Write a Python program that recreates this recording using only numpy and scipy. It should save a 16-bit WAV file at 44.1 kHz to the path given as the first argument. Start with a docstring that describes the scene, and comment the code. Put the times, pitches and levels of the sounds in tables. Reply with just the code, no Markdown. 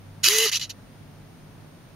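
"""A quiet room hums. Close to the microphone, a small geared motor turns a wheel by a cord in a plastic
frame: slipping gear teeth rasp, crack and set the frame ringing, and a whine climbs and sags through
one quick turn, while gain control ducks the hum. The motor then makes two weaker nudges and settles
with a short rattling click. Last, the frame bumps softly on the bench three times."""
import sys
import numpy as np
from scipy import signal
from scipy.fft import rfft, irfft
from scipy.io import wavfile
from scipy.ndimage import uniform_filter1d

SR = 44100
rng = np.random.default_rng(int(sys.argv[2]) if len(sys.argv) > 2 else 0)


def put_to_file(sound):
    """Save the sound as 16-bit audio at rate SR, in the file named by the first command-line argument."""
    columns = np.atleast_2d(sound).T  # one column per channel
    safe = np.clip(columns, -1, 1)
    whole_steps = np.round(safe * 32767)
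    wavfile.write(sys.argv[1], SR, whole_steps.astype(np.int16))


N = 85995
TIME, FREQ = np.arange(N) / SR, np.fft.rfftfreq(2 * N, 1 / SR)
LOW_MID_HZ = 2230


def amp(db):
    """Decibels to amplitude ratio."""
    return 10 ** (np.asarray(db) / 20)


def unit_rms(x):
    """Normalisation to rms 1."""
    return x / np.sqrt(np.mean(x ** 2) + 1e-20)


def curve(points):
    """Interpolation of (frequency [Hz], value) points on a logarithmic frequency axis."""
    hz, value = np.transpose(points)
    return np.interp(np.log(FREQ + 1), np.log(hz + 1), value)


def filtered(x, response):
    """Convolution as a product of spectra."""
    return irfft(rfft(x, 2 * N) * response)[..., :N]


def minimum_phase(gain):
    """Causality: folding the cepstrum makes a response ring only after it is struck."""
    cepstrum = irfft(np.log(np.maximum(gain, 1e-5)))
    return np.exp(rfft(np.r_[cepstrum[0], 2 * cepstrum[1:N]], 2 * N))


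def wander(rate_hz):
    """Random modulation: low-passed noise of rms 1."""
    return unit_rms(filtered(rng.standard_normal(N), 1 / (1 + (FREQ / rate_hz) ** 4)))


def stereo(centre, side, coherence):
    """Partial coherence: the sum and difference of two independent signals give left and right."""
    alike = np.clip(curve(coherence), 0, 1)
    centre = filtered(centre, np.sqrt((1 + alike) / 2))
    side = filtered(side, np.sqrt((1 - alike) / 2))
    return np.array([centre + side, centre - side])


def shelves(treble_db, presence_db, low_db):
    """Spectral shaping by two shelves and a bell-shaped presence band."""
    treble = 1 - 1 / (1 + (FREQ / 7720) ** 8)
    presence = np.exp(-((FREQ - 4700) / 820) ** 2)
    low = 1 / (1 + (FREQ / LOW_MID_HZ) ** 8)
    return amp(treble_db * treble + presence_db * presence + low_db * low)


def room_tone(noise_db=-48):
    """Ambient noise: a continuous spectrum of rumble and hiss under wavering spectral lines."""
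    # room noise: (frequency [Hz], relative spectral density [dB])
    spectrum = [(15, -40.5), (25, -11), (46, -7.5), (69, -20.5), (86, -9.5), (152, -4.5), (178, -8),
                (305, -14), (389, -18), (648, -19.5), (1080, -24), (6380, -37), (8130, -47.5),
                (9050, -39.5), (15500, -43)]
    # likeness of left and right: (frequency [Hz], coherence [0-1])
    coherence = [(60, 0.8), (180, 0.77), (550, 0.4), (1650, 0.31), (4970, 0.05), (15000, 0.2)]
    # hum tones: (frequency [Hz], level [dB], swing [dB])
    lines = [(151.4, -56.5, 2.5), (255.4, -63.5, 5), (8802, -73, -1)]
    centre, side = unit_rms(filtered(rng.standard_normal((2, N)), amp(curve(spectrum))))
    hum = sum(amp(db + swing_db * wander(4) / 2) * np.sin(2 * np.pi * hz * TIME + 0.32 * wander(6))
              for hz, db, swing_db in lines)
    return amp(noise_db) * stereo(centre, side, coherence) + np.sqrt(2) * hum


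def low_hum(hz=98.7, beat_hz=2.04, peak_s=.145, level_db=-50.5, fade_db_per_s=5):
    """Beating: two close, fading tones interfere at their difference frequency."""
    phase_per_hz = 2 * np.pi * (TIME - peak_s)
    pair = np.sin(hz * phase_per_hz) + .55 * np.sin((hz - beat_hz) * phase_per_hz)
    return np.sqrt(2) * amp(level_db - fade_db_per_s * TIME) * pair


def tooth_slips(per_s=9000, spread_db=3.5, judder_db=-1.3):
    """Shot noise: gear teeth knock and slip in tiny impulses, uneven in size and clumped."""
    size = amp(spread_db * np.minimum(rng.exponential(1, N), 3)) * rng.choice([-1., 1.], N)
    occurs = rng.random(N) < per_s / SR
    return unit_rms(size * occurs * amp(judder_db * wander(rate_hz=260)))


def pull(start, length, level_db, rise, t60, treble_db, presence_db, low_db):
    """Frictional excitation: as the motor pulls the cord, the rasp builds, holds and decays."""
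    age = TIME - start
    envelope = np.clip(age / rise, 0, 1) * amp(-60 * np.maximum(age - length, 0) / t60)
    return filtered(tooth_slips() * envelope * amp(level_db), shelves(treble_db, presence_db, low_db))


def gear_turning(rasp, depth_db=2.6, width_hz=260, length_s=.025):
    """Spectral modulation: as the gears turn, narrow bands of the rasp swell and fade."""
    spectra = signal.stft(rasp, nperseg=512, noverlap=384)[2]
    patches = rng.standard_normal(spectra.shape[1:])
    patches = uniform_filter1d(patches, size=round(width_hz * 512 / SR), axis=0)
    patches = uniform_filter1d(patches, size=round(length_s * SR / 128), axis=1)
    gain = unit_rms(amp(depth_db * unit_rms(patches)))
    return signal.istft(spectra * gain, nperseg=512, noverlap=384)[1][:, :N]


def frame(forces, left_lag_s=13e-6):
    """Forced vibration: the plastic frame rings at its modes and radiates unequally to each side."""
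    # frame resonances: (frequency [Hz], bandwidth [Hz], relative level [dB])
    modes = [(2050, 60, -3), (2570, 58, -2), (2930, 170, 0), (3570, 49, -6), (3950, 91, -1),
             (4610, 230, -4), (5470, 69, -3), (5940, 130, -2), (6620, 77, -2), (6960, 76, -5),
             (9750, 200, -11), (10500, 110, -10), (11500, 130, -5), (12900, 130, -14)]
    # broad colour of the gear noise: (frequency [Hz], relative spectral density [dB])
    rasp = [(410, -43), (700, -33), (1150, -12.5), (1290, -13.5), (2030, -7.5), (2250, -10), (2990, -2),
            (3630, -9.5), (3970, -2.5), (5020, -5.5), (6760, -4.5), (8210, -18), (9350, -12.5),
            (11400, -11), (15500, -20.5)]
    # directivity: (frequency [Hz], left minus right [dB])
    balance = [(60, 0.5), (99, -7), (160, -1), (270, -3), (450, 0.0), (740, 3.5), (1220, -0.5), (2010, -2),
               (3330, 1), (5500, -4.5), (9080, 1), (15000, 0)]
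    ring_power = sum(amp(db + 3.5) ** 2 / (1 + ((FREQ - hz) / (width / 2)) ** 2)
                     for hz, width, db in modes)
    ring_power *= 1 - 1 / (1 + (FREQ / LOW_MID_HZ) ** 4)
    broad = amp(curve(rasp) - .5)
    dull = amp(-24.5) * curve([(100, 0.11), (300, 0.93), (600, 0.95), (1000, 0.35)])
    colour = minimum_phase(unit_rms(np.sqrt(ring_power + broad ** 2 + dull ** 2)))
    lean = amp(curve(balance) / 2)
    delay = np.exp(-2j * np.pi * FREQ * left_lag_s)
    return filtered(forces, colour * np.array([lean * delay, 1 / lean]))


def catch(start, level_db, treble_db, rise_s=.0014, t60_s=.022):
    """Backlash: the gears knock through their play with a brief broadband crack."""
    age = TIME - start
    envelope = np.exp(np.minimum(age, 0) / rise_s) * amp(level_db - 60 * np.maximum(age, 0) / t60_s)
    return filtered(rng.choice([-1., 1.], N) * envelope, shelves(treble_db, presence_db=0, low_db=-9))


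def gear_force():
    """Superposition of the rasps and knocks that shake one part of the frame."""
    # motor bursts: (start [s], length [s], level [dB], rise [s], release T60 [s],
    # treble [dB], presence [dB], low mids [dB])
    pulls = [(.231, .057, -14, 0.014, .04, -0.5, 2, -0.5), (0.292, 0.165, -15.5, 0.0021, 0.064, 2, -3.5, 1),
             (0.452, 0.044, -18.5, 0.0022, 0.038, -3.5, 2, 1.5),
             (0.5143, 0.023, -20, 0.002, .04, -6, -6, -3),
             (.523, 0.048, -16.5, 0.0074, 0.044, -7.5, -1, -9), (.5962, .019, -32, .0005, .08, -7, 1, -6),
             (0.611, 0.031, -26.5, .003, 0.065, -12, 0.5, -5.5),
             (0.6931, 0.018, -32.5, 0.0041, 0.039, -9.5, -1.5, -13)]
    # gear impacts: (time [s], level [dB], treble [dB])
    catches = [(.2522, -13, -4), (0.2858, -5, 2.5), (0.3855, -8.5, 8), (0.597, -27, -4), (.699, -30.5, -4),
               (0.703, -32, -2), (.706, -34, -6)]
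    return sum(pull(*row) for row in pulls) + sum(catch(*row) for row in catches)


def whine(jitter=.00382, flutter_db=.84, mesh_flutter_db=2):
    """Rotational orders: motor and gear tones climb in proportion to speed and sag with braking."""
    # motor tone: (time [s], frequency [Hz], level [dB])
    glide = [(.26, 333.8, -56), (.275, 349.6, -38), (.292, 398, -31.5), (.32, 421.8, -26.5),
             (.36, 437.6, -25.5), (.415, 446.3, -23.5), (.45, 448.6, -22.5), (.466, 424, -22.5),
             (.479, 400.6, -38), (.5, 413, -57)]
    # motor and gear-mesh partials: (frequency ratio [1], relative level [dB])
    orders = [(2, -22), (4, -14), (4.58, -6), (5.75, -12), (6.63, -15), (6.87, -8), (9, -13), (11, -10),
              (12, -12), (14.68, -9), (14.92, -10)]
    times, hz, db = np.transpose(glide)
    pitch = np.interp(TIME, times, hz) * (1 + jitter * wander(rate_hz=81))
    phase = 2 * np.pi * np.cumsum(pitch) / SR
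    running = (TIME > times[0]) & (TIME < times[-1])
    envelope = amp(np.interp(TIME, times, db) + flutter_db * wander(rate_hz=50)) * running
    mesh = sum(amp(order_db + 1 + mesh_flutter_db * wander(rate_hz=140)) * np.sin(ratio * phase)
               for ratio, order_db in orders)
    return np.sqrt(2) * envelope * (np.sin(phase) + mesh)


def bumps(t60_s=.086, corner_hz=450):
    """Damped impacts: the frame settles on the bench in dull, exponentially decaying thuds."""
    # soft contacts: (time [s], level [dB])
    contacts = [(0.784, -49), (1.463, -51), (1.644, -49.5)]
    envelope = sum((TIME >= at) * amp(db - 60 * np.maximum(TIME - at, 0) / t60_s) for at, db in contacts)
    low_band = FREQ / (corner_hz ** 2 + FREQ ** 2) ** 1.9
    return envelope * unit_rms(filtered(rng.standard_normal(N), low_band))


def reflections(t60_s=.3):
    """Reverberation: the frequency response of dense, decaying echoes of total energy 1."""
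    taps = rng.choice([-1., 1.], N) * amp(-60 * TIME / t60_s)
    return rfft(taps / np.linalg.norm(taps), 2 * N)


def scene(reverb_db=-29):
    """Superposition of the mechanism's direct sound, its faint reverberation and the room's noise."""
    # likeness of the gear noise left and right: (frequency [Hz], coherence [0-1])
    coherence = [(500, .98), (2200, .95), (4000, .82), (5500, .55), (8000, .62), (12000, .5)]
    forces = gear_turning(stereo(gear_force(), gear_force(), coherence))
    direct = frame(forces) + whine() + bumps()
    reverb = amp(reverb_db) * filtered(direct, np.array([reflections(), reflections()]))
    return direct + reverb + room_tone() + low_hum()


def record(dry, threshold_db=-25, slope=.58, lag_s=.056, notch_hz=8270, cutoff_hz=15780):
    """Compression by sluggish gain control, then a narrow treble notch and a band limit."""
    power_db = 10 * np.log10(abs(uniform_filter1d((dry ** 2).mean(0), size=300)) + 1e-12)
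    pole = np.exp(-1 / (lag_s * SR))
    duck_db = signal.lfilter([1 - pole], [1, -pole], slope * np.maximum(power_db - threshold_db, 0))
    notch = amp(-22 * np.exp(-((FREQ - notch_hz) / 270) ** 4))
    notched = filtered(dry * amp(-duck_db), notch)
    low_pass = signal.firwin(511, cutoff_hz, window=("kaiser", 9), fs=SR)
    return signal.oaconvolve(notched, low_pass[None], "same")


dry = scene()
out = record(dry)
put_to_file(out)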